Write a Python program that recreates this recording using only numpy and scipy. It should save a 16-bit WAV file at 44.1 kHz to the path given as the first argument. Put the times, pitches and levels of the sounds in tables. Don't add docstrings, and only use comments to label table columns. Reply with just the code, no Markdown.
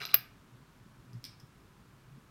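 import sys
import numpy as np
from scipy import signal
from scipy.io import wavfile
from scipy.ndimage import uniform_filter1d

SR = 44100
rng = np.random.default_rng(int(sys.argv[2]) if len(sys.argv) > 2 else 0)


def how_loud(loudness_db):
    steps = np.asarray(loudness_db, float) / 20
    return 10 ** steps


def log_audio(samples):
    frames = np.atleast_2d(samples).T
    limited = np.clip(frames, -1, 1)
    pcm = np.round(limited * 32767).astype(np.int16)
    wavfile.write(sys.argv[1], SR, pcm)


N = 101429

# f/Hz, relative density/dB per Hz
ROOM_TONE = [(24, -38), (34, -11.5), (53, -1), (81, -12.5), (124, -1), (157, -5.5), (232, -9), (354, -14),
             (393, -14.5), (511, -21.5), (598, -20), (718, -23), (1010, -17.5), (1500, -20), (2000, -25),
             (10400, -38), (13600, -39), (15900, -43)]
ROOM_TONE_RMS_DB = -59.5
LUMP_DB, LUMP_CORNER_HZ = -1.07, 400

# t/s, level/dB
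SCRAPE = [(0, -53), (.035, -44.5), (0.05, -52), (.08, -56), (.12, -56), (0.143, -40)]
SCRAPE_REGION_HZ, SCRAPE_LEAN_DB_PER_OCT2, SCRAPE_SLIPS_PER_S = 2600, -2.5, 5400
SCRAPE_FLUTTER_DB, SCRAPE_HOLD_S, SCRAPE_SHELL_DB = 5.2, 0.0081, -18.5
SLIP_SPREAD_DB = 0.5

# start t/s, length/s, level/dB, region f/Hz
SCRATCHES = [(.001, 0.0057, -44, 2700), (.005, 0.012, -43.5, 1720), (.019, 0.03, -45, 3800),
             (0.027, 0.011, -46, 2300), (0.035, 0.0076, -50, 1610), (0.059, 0.0058, -45.5, 4000),
             (0.066, 0.014, -48.5, 4200), (0.083, 0.016, -48.5, 2700), (0.097, 0.029, -47, 3840),
             (0.13, 0.0092, -47.5, 4000)]
SCRATCH_LEAN_DB_PER_OCT2, SCRATCH_SLIPS_PER_S = -45, 2300

# f/Hz, level/dB, t60/s
CYLINDER_MODES = [(420, -11.5, 0.033), (678, -9.5, 0.027), (1257, 1, 0.014), (1575, -6, 0.026),
                  (1948, -2.5, 0.01), (2332, -2.5, 0.01), (2797, -2.5, 0.01204), (3380, -10, 0.01322),
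                  (4005, 0, 0.011), (5000, -1, 0.012), (5780, 1, 0.0041), (8840, -11, 0.011),
                  (10500, -22, 0.0034), (11300, -7.5, 0.008), (13500, -4.5, 0.0032)]
# f/Hz, level/dB, t60/s
SHELL_LOW_MODES = [(12423, -4, 0.082), (12510, 0, 0.0808), (12685, -11, .07)]
# f/Hz, level/dB, t60/s
SHELL_HIGH_MODES = [(15300, 2, 0.0382), (15420, -17.5, .08)]

# t/s, cylinder level/dB, strongest region f/Hz,
# lower shell group level/dB, upper shell group level/dB
KNOCKS = [(0.0165, -29, 2500, -68.5, -72), (.0325, -54, 4000, -62.5, -51), (0.0525, -27, 4100, -52, -51.5),
          (0.0567, -55, 4000, -45.5, -63.5), (0.068, -38, 4500, -63, -74), (0.0885, -47, 2860, -62, -64),
          (0.1409, -25.5, 2500, -59.5, -56), (.1422, -18.5, 2400, -53.5, -53.5),
          (0.1433, -18, 5000, -18, -14.5), (.1450, -26.5, 550, -49.5, -46.5),
          (.1475, -31, 2200, -50.5, -50.5), (.1500, -28, 3080, -43.5, -38), (0.1535, -34, 1800, -32, -50.5),
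          (0.171, -39, 2290, -49, -47.5)]
CONTACT_RISE_S = 0.000098
KNOCK_LEAN_DB_PER_OCT2, LEAN_FLOOR_DB = -10.5, -13.5
WAVER_DB, WAVER_HOLD_S = 3.5, 0.0033
CHOKE_START_S, CHOKE_S, CHOKE_DB = 0.1518, 0.0033, -8.5

# centre t/s, length/s, level/dB, f/Hz
THUDS = [(0.019, 0.083, -57, 133), (.022, 0.016, -55, 426), (0.194, 0.11, -54.5, 125),
         (0.544, 0.046, -53.5, 125), (0.789, 0.011, -63, 400), (.82, 0.048, -55, 119),
         (.865, 0.016, -54, 180), (1.056, 0.034, -59.5, 252), (1.091, 0.076, -53.5, 125.6),
         (1.136, 0.028, -65.5, 400), (1.15, 0.043, -51, 172.4), (1.165, 0.081, -42.5, 119),
         (1.252, 0.042, -60, 272), (1.295, 0.039, -53.5, 118), (1.44, 0.021, -49, 129),
         (1.959, 0.065, -58.5, 135), (2.088, 0.029, -53.5, 129), (2.15, 0.11, -53, 135),
         (2.181, 0.019, -51.5, 230)]
THUD_OVERTONE_DB = -20.5

# t/s, level/dB, strongest region f/Hz
TICKS = [(1.1319, -55, 5200), (1.1322, -46.5, 5400), (1.2414, -27.5, 5000), (1.2459, -40.5, 5000),
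         (1.2510, -28.5, 5000), (1.2535, -37, 5000), (1.2549, -40, 4800), (1.2578, -44, 3460),
         (1.2630, -39, 2400), (1.399, -47.5, 5730), (1.402, -43, 5660), (1.6037, -58, 5500)]
# f/Hz, level/dB, t60/s
LOOSE_MODES = [(1680, -14, 0.011), (2340, -10, 0.012), (2780, -12, 0.015), (3340, -3, 0.0052),
               (4000, -3.5, 0.0063), (4380, -6, 0.0066), (5050, -0.5, 0.0065), (5614, -3, 0.0039),
               (8870, 5, 0.0018), (10530, -7, 0.0032), (13200, 3.5, .003), (14900, -17, .002)]
TICK_LEAN_DB_PER_OCT2 = -73

# f/Hz, t60/s
REVERB_T60 = [(300, 0.16), (1200, 0.46), (2500, 0.4), (5000, 0.28), (9000, 0.26), (15000, 0.13)]
FIRST_ECHO_S, CYLINDER_REVERB_DB, LOOSE_REVERB_DB = 0.003, -14, -4

SMALL_PARTS_LOW_HZ, RECORDER_EDGE_HZ = 300, 16200


def evened(x):
    return x / np.sqrt(np.mean(x ** 2) + 1e-20)


def read(points, hz):
    point_hz, value = np.transpose(points)
    return np.interp(np.log(hz + 1), np.log(point_hz + 1), value)


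def add(mix, start_s, sound):
    part = mix[max(round(start_s * SR), 0):][:len(sound)]
    part += sound[:len(part)]


def room_tone():
    frames, hz = N // 512 + 5, np.fft.rfftfreq(2048, 1 / SR)
    real, imag, lumps = rng.standard_normal((frames, 1025, 3)).T
    lumps = uniform_filter1d(lumps, size=5, axis=0)
    lumps = evened(uniform_filter1d(lumps, size=3, axis=1))
    lump_db = LUMP_DB * lumps / (1 + (hz[:, None] / LUMP_CORNER_HZ) ** 2)
    spectra = (real + 1j * imag) * how_loud(read(ROOM_TONE, hz)[:, None] + lump_db)
    noise = signal.istft(spectra, nperseg=2048, noverlap=1536)[1][:N]
    return how_loud(ROOM_TONE_RMS_DB) * evened(noise)


def ring(modes, scatter_db, detune, region_hz=None, lean_db_per_oct2=KNOCK_LEAN_DB_PER_OCT2):
    t = np.arange(SR // 4) / SR
    scatter = rng.standard_normal((len(modes), 2))
    out = np.zeros(len(t))
    for k, ((hz, db, t60), (level_draw, pitch_draw)) in enumerate(zip(modes, scatter)):
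        octaves = np.log2(hz / (region_hz or hz))
        lean_db = max(lean_db_per_oct2 * octaves ** 2, LEAN_FLOOR_DB)
        sign = (-1 if region_hz else 1) ** k
        envelope = how_loud(db + lean_db + scatter_db * level_draw - 60 * t / t60)
        out += sign * envelope * np.sin(2 * np.pi * hz * (1 + detune * pitch_draw) * t)
    return out * (1 - np.exp(-t / CONTACT_RISE_S))


def flutter(spread_db, hold_s, n):
    size = max(round(hold_s * SR), 1)
    wander = uniform_filter1d(rng.standard_normal(n), size)
    return how_loud(spread_db * evened(uniform_filter1d(wander, size)))


def rubbed(body, level, slips_per_s):
    size, chance, sign = rng.random((len(level), 3)).T
    strength = how_loud(SLIP_SPREAD_DB * np.log(1 - size))
    slips = strength * (chance < slips_per_s / SR) * np.sign(sign - .5)
    return signal.fftconvolve(evened(slips) * level, body / np.linalg.norm(body))


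def slide():
    n, out = round(SCRAPE[-1][0] * SR), np.zeros(N)
    level = how_loud(np.interp(np.arange(n) / SR, *np.transpose(SCRAPE)))
    level = level * flutter(SCRAPE_FLUTTER_DB, SCRAPE_HOLD_S, n)
    steel = ring(CYLINDER_MODES, 1.5, 0, SCRAPE_REGION_HZ, SCRAPE_LEAN_DB_PER_OCT2)
    add(out, 0, rubbed(steel, level, SCRAPE_SLIPS_PER_S))
    brass = ring(SHELL_LOW_MODES + SHELL_HIGH_MODES, 0, 0)
    add(out, 0, rubbed(brass, how_loud(SCRAPE_SHELL_DB) * level, SCRAPE_SLIPS_PER_S))
    for start_s, length_s, db, region_hz in SCRATCHES:
        swell = np.sqrt(np.sin(np.linspace(0, np.pi, round(length_s * SR))).clip(0))
        steel = ring(CYLINDER_MODES, 0, 0, region_hz, SCRATCH_LEAN_DB_PER_OCT2)
        add(out, start_s, rubbed(steel, how_loud(db) * swell, SCRATCH_SLIPS_PER_S))
    return out


def knocks():
    steel, brass = np.zeros((2, N))
    for start_s, cylinder_db, region_hz, low_db, high_db in KNOCKS:
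        add(steel, start_s, how_loud(cylinder_db) * ring(CYLINDER_MODES, 1.5, .008, region_hz))
        add(brass, start_s, how_loud(low_db) * ring(SHELL_LOW_MODES, 0, 0))
        add(brass, start_s, how_loud(high_db) * ring(SHELL_HIGH_MODES, 0, 0))
    choked = np.clip((np.arange(N) / SR - CHOKE_START_S) / CHOKE_S, 0, 1)
    return steel + brass * flutter(WAVER_DB, WAVER_HOLD_S, N) * how_loud(CHOKE_DB * choked)


def thin(x):
    return signal.sosfilt(signal.butter(4, SMALL_PARTS_LOW_HZ, "high", fs=SR, output="sos"), x)


def reverb(x):
    taps = np.zeros(SR // 2)
    slots = np.arange(0, SR // 2 - 20, 20)
    taps[slots + rng.integers(0, 20, len(slots))] = rng.choice([-1., 1.], len(slots))
    taps[:round(FIRST_ECHO_S * SR)] = 0
    hz, t, spectra = signal.stft(taps, SR, nperseg=128)
    decay = how_loud(-60 * t / read(REVERB_T60, hz)[:, None])
    tail = signal.istft(spectra * decay, SR, nperseg=128)[1]
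    return signal.fftconvolve(x, tail / np.linalg.norm(tail))[:N]


def thuds():
    t = np.arange(N) / SR
    out = np.zeros(N)
    for centre_s, length_s, db, hz in THUDS:
        since = t - centre_s
        swell = np.exp(-8 * (since / length_s) ** 2)
        octave = how_loud(THUD_OVERTONE_DB) * np.cos(4 * np.pi * hz * since)
        out += how_loud(db) * np.sqrt(2) * swell * (np.sin(2 * np.pi * hz * since) + octave)
    return out


def ticks():
    out = np.zeros(N)
    for start_s, db, region_hz in TICKS:
        add(out, start_s, how_loud(db) * ring(LOOSE_MODES, 1.5, .015, region_hz, TICK_LEAN_DB_PER_OCT2))
    return out


def scene():
    cylinder = thin(knocks() + slide())
    loose = thin(ticks())
    echoes = reverb(how_loud(CYLINDER_REVERB_DB) * cylinder) + reverb(how_loud(LOOSE_REVERB_DB) * loose)
    return (cylinder + loose + echoes + thuds() + room_tone())[None]


def band_limit(x):
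    return signal.sosfilt(signal.butter(12, 17080, fs=SR, output="sos"), x)


def record(dry):
    lowpass = signal.firwin(255, RECORDER_EDGE_HZ, fs=SR)[None]
    mix = signal.oaconvolve(dry, lowpass, "same")
    return band_limit(mix)


dry = scene()
out = record(dry)
log_audio(out)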